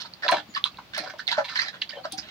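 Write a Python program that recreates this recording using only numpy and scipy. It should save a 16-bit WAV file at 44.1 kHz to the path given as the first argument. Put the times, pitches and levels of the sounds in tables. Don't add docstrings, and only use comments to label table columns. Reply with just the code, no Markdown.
import sys
import numpy as np
from scipy import signal
from scipy.fft import rfft, irfft
from scipy.io import wavfile

SR = 44100
rng = np.random.default_rng(int(sys.argv[2]) if len(sys.argv) > 2 else 0)


def wav_out(sig):
    wavfile.write(sys.argv[1], SR, np.round(np.clip(np.atleast_2d(sig).T, -1, 1) * 32767).astype(np.int16))


N = 101429
T = np.arange(N) / SR

# pitch_hz, relative level_db per Hz
BACKGROUND_SPECTRUM = [(30, -20), (70, -2), (190, 5), (400, -4), (800, -1.5), (1500, -5), (4400, -6),
                       (8000, -25.5), (13500, -27), (15000, -16.5)]
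# pitch_hz, likeness (1 = same, 0 = independent)
NOISE_LIKENESS = [(50, 0.69), (400, 0.8), (1000, 0.24), (6000, 0)]
# pitch_hz, level_db
ROOM_SPECTRUM = [(150, -11.5), (500, -6.5), (1200, -5), (4000, 0.5), (7000, -1), (15000, -13.5)]
# start_s, level_db
BOWL_BUMPS = [(.323, -36.5), (.375, -39), (1.0, -44), (1.38, -40), (.49, -44), (2.13, -42.5),
              (2.182, -41.5)]
# pitch_hz, level_db, t60_s
BUMP_MODES = [(125, -16, 0.4), (171, -2, 0.064), (229, 3.5, 0.046), (304, -7, 0.05), (304, -3, 0.19)]
# start_s, level_db
PAW_STEPS = [(.735, -50.5), (.9, -50.5), (2.19, -50)]
# pitch_hz, level_db, t60_s
PAW_MODES = [(59.6, -10, 0.92), (101, -3, 0.34)]
# start_s, level_db
TEETH_TICKS = [(.3125, -20.5), (.644, -33), (.9792, -20), (1.2705, -41), (2.1226, -17.5)]
# pitch_hz, level_db, t60_s
STEEL_MODES = [(5780, 2.5, 0.0025), (8200, -16.5, 0.029), (9100, -4, 0.014), (10520, -2, 0.0033),
               (15660, -2, 0.0046)]
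# start_s, length_s, from_hz, to_hz, level_db
FALLING_SQUEAK = (.48, .065, 7100, 6550, -55)
# from_s, to_s
LEFT_DOG_TURNS_S = [(0, .275), (.54, .6), (.93, .995), (1.25, 1.37), (1.55, 1.8), (2.03, 2.1), (2.17, 2.3)]
# pitch_hz, left_minus_right_db
MOUTH_PAN = [(500, 2), (900, 0), (1300, -3), (2000, -6), (2700, -2), (4200, -10), (6000, -7)]
# start_s, pitch_hz, level_db, swell_s
MOUTH_POPS = [(.232, 1820, -19.5, 0.0034), (0.2813, 2800, -15, 0.00027), (0.2814, 4060, -9.5, 0.00055),
              (0.2859, 3710, -11.5, 0.00043), (0.288, 1042, -16.5, 0.0077), (0.297, 1180, -22.5, 0.0015),
              (.3205, 710, -9, 0.0015), (.329, 643, -19, 0.0017), (0.549, 4810, -21.5, 0.0016),
              (0.5489, 1813, -26, 0.0042), (0.564, 1153, -19, 0.0048), (0.6407, 3606, -3.5, 0.00071),
              (0.6562, 1163, -23.5, 0.0029), (0.137, 4540, -25.5, 0.00068), (0.576, 4800, -27.5, .001),
              (0.7195, 4460, -43, 0.0022), (.7436, 2670, -43, 0.0019), (0.772, 4180, -31.5, 0.00039),
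              (.792, 1020, -49, 0.0063), (.9895, 4300, -17.5, 0.0011), (1.1926, 1655, -24.5, .0009),
              (1.2, 1690, -24.5, 0.00087), (1.269, 4250, -26.5, 0.0021), (1.278, 3950, -8, 0.00038),
              (1.289, 2040, -17.5, 0.0015), (1.315, 4040, -12, 0.00085), (1.3775, 612, -15.5, 0.0067),
              (1.379, 836, -23, 0.01), (1.392, 567, -28.5, 0.012), (1.56, 1630, -19.5, 0.0013),
              (1.575, 4240, -14, 0.0012), (1.5906, 1932, -14, 0.0023), (1.597, 4100, -13.5, 0.00096),
              (1.616, 4740, -18.5, 0.0021), (1.817, 4360, -18.5, 0.0013), (1.819, 2955, -16.5, 0.0026),
              (1.8223, 3200, -13, 0.00041), (1.8913, 4630, -26, 0.0026), (1.925, 1816, -32, 0.0048),
              (1.875, 3500, -37, 0.00073), (1.907, 3100, -29, 0.0013), (1.956, 3120, -42, 0.019),
              (1.969, 519.6, -30.5, 0.0096), (2.032, 4526, -37.5, 0.013), (2.05, 651, -28, 0.0033),
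              (2.13, 784, -36.5, 0.016)]
# start_s, length_s, throat_hz, throat_db, mouth_hz, mouth_db, lips_hz, lips_db
SQUELCHES = [(0.0, 0.023, 710, -89, 1410, -43, 4100, -34.5),
             (0.039, 0.026, 683, -54.5, 1254, -43.5, 4000, -43.5),
             (0.221, 0.026, 734, -44, 1640, -32, 4110, -37.5),
             (0.243, 0.089, 641, -34, 1166, -36.5, 3930, -42),
             (0.282, 0.0079, 950, -35, 1470, -18.5, 3770, -24),
             (0.317, 0.012, 738, -19.5, 1445, -21.5, 3270, -25.5),
             (0.335, 0.0264, 522, -29.5, 925, -25.5, 3200, -34),
             (0.362, 0.0398, 765, -36, 1480, -35.5, 3580, -37.5),
             (0.537, 0.031, 1080, -70, 1920, -40.5, 3940, -38.5),
             (0.557, 0.022, 980, -48, 1290, -40, 2700, -33),
             (0.647, 0.026, 1140, -48, 1257, -41, 3540, -33.5),
             (0.783, 0.018, 950, -41, 1137, -42.5, 4350, -81),
             (0.933, 0.05, 1000, -74, 1710, -35.5, 3930, -37.5),
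             (0.971, 0.032, 709, -35, 1886, -33, 4160, -34.5),
             (1.001, 0.047, 642, -38, 1840, -44.5, 4300, -42.5),
             (1.057, 0.026, 568, -43, 1383, -37.5, 4200, -44.5),
             (1.095, 0.009, 737, -46.5, 1680, -34.5, 4500, -42),
             (1.134, 0.022, 581, -42.5, 990, -46.5, 2670, -61),
             (1.184, 0.021, 990, -56, 1680, -48, 4180, -39.5),
             (1.275, 0.019, 730, -42.5, 2060, -32, 3990, -30.5),
             (1.305, 0.022, 850, -31.5, 1550, -29, 3620, -26),
             (1.343, 0.045, 760, -73, 1466, -38.5, 4200, -46.5),
             (1.368, 0.051, 630, -36.5, 1375, -29, 4490, -44.5),
             (1.437, 0.069, 936, -47, 2040, -42, 3540, -39),
             (1.485, 0.08, 1100, -78, 1384, -38, 4240, -39.5),
             (1.552, 0.05, 830, -77, 1705, -31, 4400, -33), (1.585, 0.047, 1120, -38, 2020, -32, 4530, -34),
             (1.626, 0.062, 705, -49.5, 1770, -37.5, 4180, -38.5),
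             (1.725, 0.045, 520, -50.5, 1420, -44, 3300, -49.5),
             (1.812, 0.0099, 1080, -54, 2300, -34, 3500, -30.5),
             (1.892, 0.026, 800, -82, 1730, -44, 4040, -41),
             (1.929, 0.036, 568, -43.5, 1800, -72, 2920, -48),
             (1.966, 0.0445, 730, -43, 1174, -53, 3250, -58),
             (2.039, 0.022, 625, -41.5, 1250, -32.5, 4040, -45.5),
             (2.114, 0.023, 810, -57, 1530, -68, 3610, -38),
             (2.173, 0.018, 783, -46.5, 1910, -40.5, 4940, -30.5),
             (2.219, 0.31, 656, -61, 1660, -53, 3460, -49.5)]
SPREAD_SHARES = (0.16, 0.26, 0.25)

BACKGROUND_DB, CUTOFF_HZ = -51.5, 16900
ROOM_T60_S, ROOM_ONSET_S = 0.1, 0.0011
TICK_PAN_DB, TICK_DIRECT_GAIN, TICK_ROOM_DB = 13.5, 0.5, -4
LEFT_DOG_LEAD_S, RIGHT_DOG_LEAD_S = 0.000165, -0.000028
POP_ROOM_DB, POP_ROOM_HZ, POP_BRIGHT_ROOM_DB = 3, 1850, -3.5
SWELL_POWER, MIN_SWELL_CYCLES = 2.7, 2.4
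POP_RISE_SHARE, WAVER_SHARE, WAVER_S = 0.023, 0.025, 0.004
MOUTH_DIRECT_DB = -2.5
CLICKS_PER_S, CLICK_SPREAD_DB, FILM_SHARE = 600, 4, 0.035
ATTACK_S, RELEASE_S, SAG_DB = 0.0035, 0.003, 2.5
CLUMP_DB, CLUMP_S = 4.5, 0.005
POCKET_OFFSETS = (-1.206, -0.42, 0.07, 0.467, 1)
POCKET_WIDTH_SHARE, GLIDE_SHARE = 0.074, 0.0503
SKIRT_DB = -14
SPRAY_DB, TREBLE_HZ = -29.5, 5930


def from_db(db):
    return 10 ** (np.asarray(db) / 20)


def at_hz(points, hz):
    table_hz, values = np.transpose(points)
    return np.interp(np.log(np.maximum(hz, 1)), np.log(table_hz), values)


def add(out, start_s, x):
    i = max(int(start_s * SR), 0)
    out[..., i:i + x.shape[-1]] += x[..., :N - i]


def panned(x, pan_db):
    gains = from_db(np.array([[pan_db], [-pan_db]]) / 2)
    return x * gains / np.sqrt(np.mean(gains ** 2))


def low_passed(x, order, cutoff_hz):
    return signal.sosfilt(signal.butter(order, cutoff_hz, fs=SR, output="sos"), x)


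def resonate(x, hz, width_hz):
    r = np.exp(-np.pi * width_hz / SR)
    zeros = np.array([1, 0, -1]) * (1 - r * r) / 2
    poles = [1, -2 * r * np.cos(2 * np.pi * hz / SR), r * r]
    return signal.lfilter(zeros, poles, x + 1e-18)


def wander(t, step_s):
    knots_s = np.arange(0, t[-1], step_s)
    values = np.clip(rng.standard_normal(len(knots_s)), -2, 1)
    return np.interp(t, knots_s, values)


def stereo_noise(spectrum):
    hz = np.fft.rfftfreq(N, 1 / SR)
    mid, side = rfft(rng.standard_normal((2, N)))
    alike = np.clip(at_hz(NOISE_LIKENESS, hz), -1, 1)
    common = np.sqrt((1 + alike) / 2) * mid
    opposed = np.sqrt((1 - alike) / 2) * side * np.array([[1], [-1]])
    return irfft(from_db(at_hz(spectrum, hz)) * (common + opposed), N)


def struck(hits, modes):
    out, t = np.zeros(N), T[:SR // 4]
    for start_s, hit_db in hits:
        for k, (hz, mode_db, t60_s) in enumerate(modes):
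            level_db = hit_db + mode_db + rng.normal(0, 2) - 60 * t / t60_s
            add(out, start_s, (-1) ** k * from_db(level_db) * np.sin(2 * np.pi * hz * t))
    return out


def from_dog(x, start_s, hz):
    is_left = any(a - .003 <= start_s < b for a, b in LEFT_DOG_TURNS_S)
    lead_s = LEFT_DOG_LEAD_S if is_left else RIGHT_DOG_LEAD_S
    left, right = panned(x, at_hz(MOUTH_PAN, hz))
    t = T[:len(x)]
    return np.array([np.interp(t + lead_s, t, left), right])


def background():
    noise = stereo_noise(BACKGROUND_SPECTRUM)
    return from_db(BACKGROUND_DB) * noise / noise.std()


def room(x):
    t = T[:SR // 2]
    onset = 1 - np.exp(-(t / ROOM_ONSET_S) ** 2)
    decay = from_db(-60 * t / ROOM_T60_S) * onset
    response = stereo_noise(ROOM_SPECTRUM)[:, :len(t)] * decay / np.sqrt(np.sum(decay ** 2))
    return signal.fftconvolve(x, response, axes=1)[:, :N]


def floor_knocks():
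    return struck(BOWL_BUMPS, BUMP_MODES) + struck(PAW_STEPS, PAW_MODES)


def teeth_ticks():
    return panned(struck(TEETH_TICKS, STEEL_MODES), TICK_PAN_DB)


def squeak():
    start_s, length_s, from_hz, to_hz, level_db = FALLING_SQUEAK
    along = np.clip((T - start_s) / length_s, 0, 1)
    pitch_hz = from_hz + (to_hz - from_hz) * along
    return from_db(level_db) * np.sin(np.pi * along) * np.sin(2 * np.pi * np.cumsum(pitch_hz) / SR)


def pops():
    out, t = np.zeros((2, N)), T[:SR // 8]
    for start_s, hz, level_db, swell_s in MOUTH_POPS:
        age = t / max(swell_s, MIN_SWELL_CYCLES / hz)
        rise = POP_RISE_SHARE * np.tanh(age / 2 - 1)
        pitch_hz = hz * (1 + rise + WAVER_SHARE * wander(t, WAVER_S))
        swell = (age * np.exp(1 - age)) ** SWELL_POWER
        note = swell * np.sin(2 * np.pi * np.cumsum(pitch_hz) / SR)
        add(out, start_s, from_dog(from_db(level_db) * note, start_s, hz))
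    return out


def bites():
    out, spray, t = np.zeros((2, N)), np.zeros(N), T[:SR // 6]
    for start_s, length_s, *shape in SQUELCHES:
        along = np.minimum(t / length_s, 1)
        attack = np.minimum(t / ATTACK_S, 1)
        release = np.exp(-np.maximum(t - length_s, 0) / RELEASE_S)
        effort = attack * release * from_db(-SAG_DB * along + CLUMP_DB * wander(t, CLUMP_S))
        tear_db = CLICK_SPREAD_DB * np.minimum(rng.exponential(1, len(t)), 3)
        tears = from_db(tear_db) * (rng.random(len(t)) < CLICKS_PER_S / SR)
        scale = length_s * SR
        for hz, level_db, share in zip(shape[::2], shape[1::2], SPREAD_SHARES):
            ring, dealt = 0, rng.integers(0, len(POCKET_OFFSETS), len(t))
            for k, offset in enumerate(POCKET_OFFSETS):
                signed_tears = tears * (dealt == k) * rng.choice([-1, 1], len(t))
                clicks = effort * (signed_tears + FILM_SHARE * rng.standard_normal(len(t)))
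                wide = resonate(clicks, hz, 2 * share * hz)
                narrow = resonate(wide, hz * np.exp(share * offset), POCKET_WIDTH_SHARE * hz)
                pocket = narrow + from_db(SKIRT_DB) * wide
                drift = 1 + GLIDE_SHARE * rng.normal() * (along - .5)
                ring = ring + np.interp(np.cumsum(drift) / SR, t, pocket)
            ring = ring * from_db(level_db) / np.sqrt(np.sum(ring ** 2) / scale)
            add(out, start_s, from_dog(ring, start_s, hz))
        spatter = clicks * from_db(level_db + SPRAY_DB) / np.sqrt(np.sum(clicks ** 2) / scale)
        add(spray, start_s, spatter)
    return low_passed(out, 3, TREBLE_HZ) + np.diff(spray, prepend=0)


def scene():
    chewing, popping = bites() + squeak(), pops()
    ticks, knocks = teeth_ticks(), floor_knocks()
    backdrop = background()
    dull_pops = low_passed(popping, 2, POP_ROOM_HZ)
    room_pops = from_db(POP_ROOM_DB) * dull_pops + from_db(POP_BRIGHT_ROOM_DB) * popping
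    to_room = chewing + room_pops + knocks + from_db(TICK_ROOM_DB) * ticks
    direct = from_db(MOUTH_DIRECT_DB) * chewing + popping + TICK_DIRECT_GAIN * ticks + knocks
    return direct + room(to_room) + backdrop


def record(dry):
    return signal.sosfilt(signal.cheby2(12, 70, CUTOFF_HZ, fs=SR, output="sos"), dry)


dry = scene()
out = record(dry)
wav_out(out)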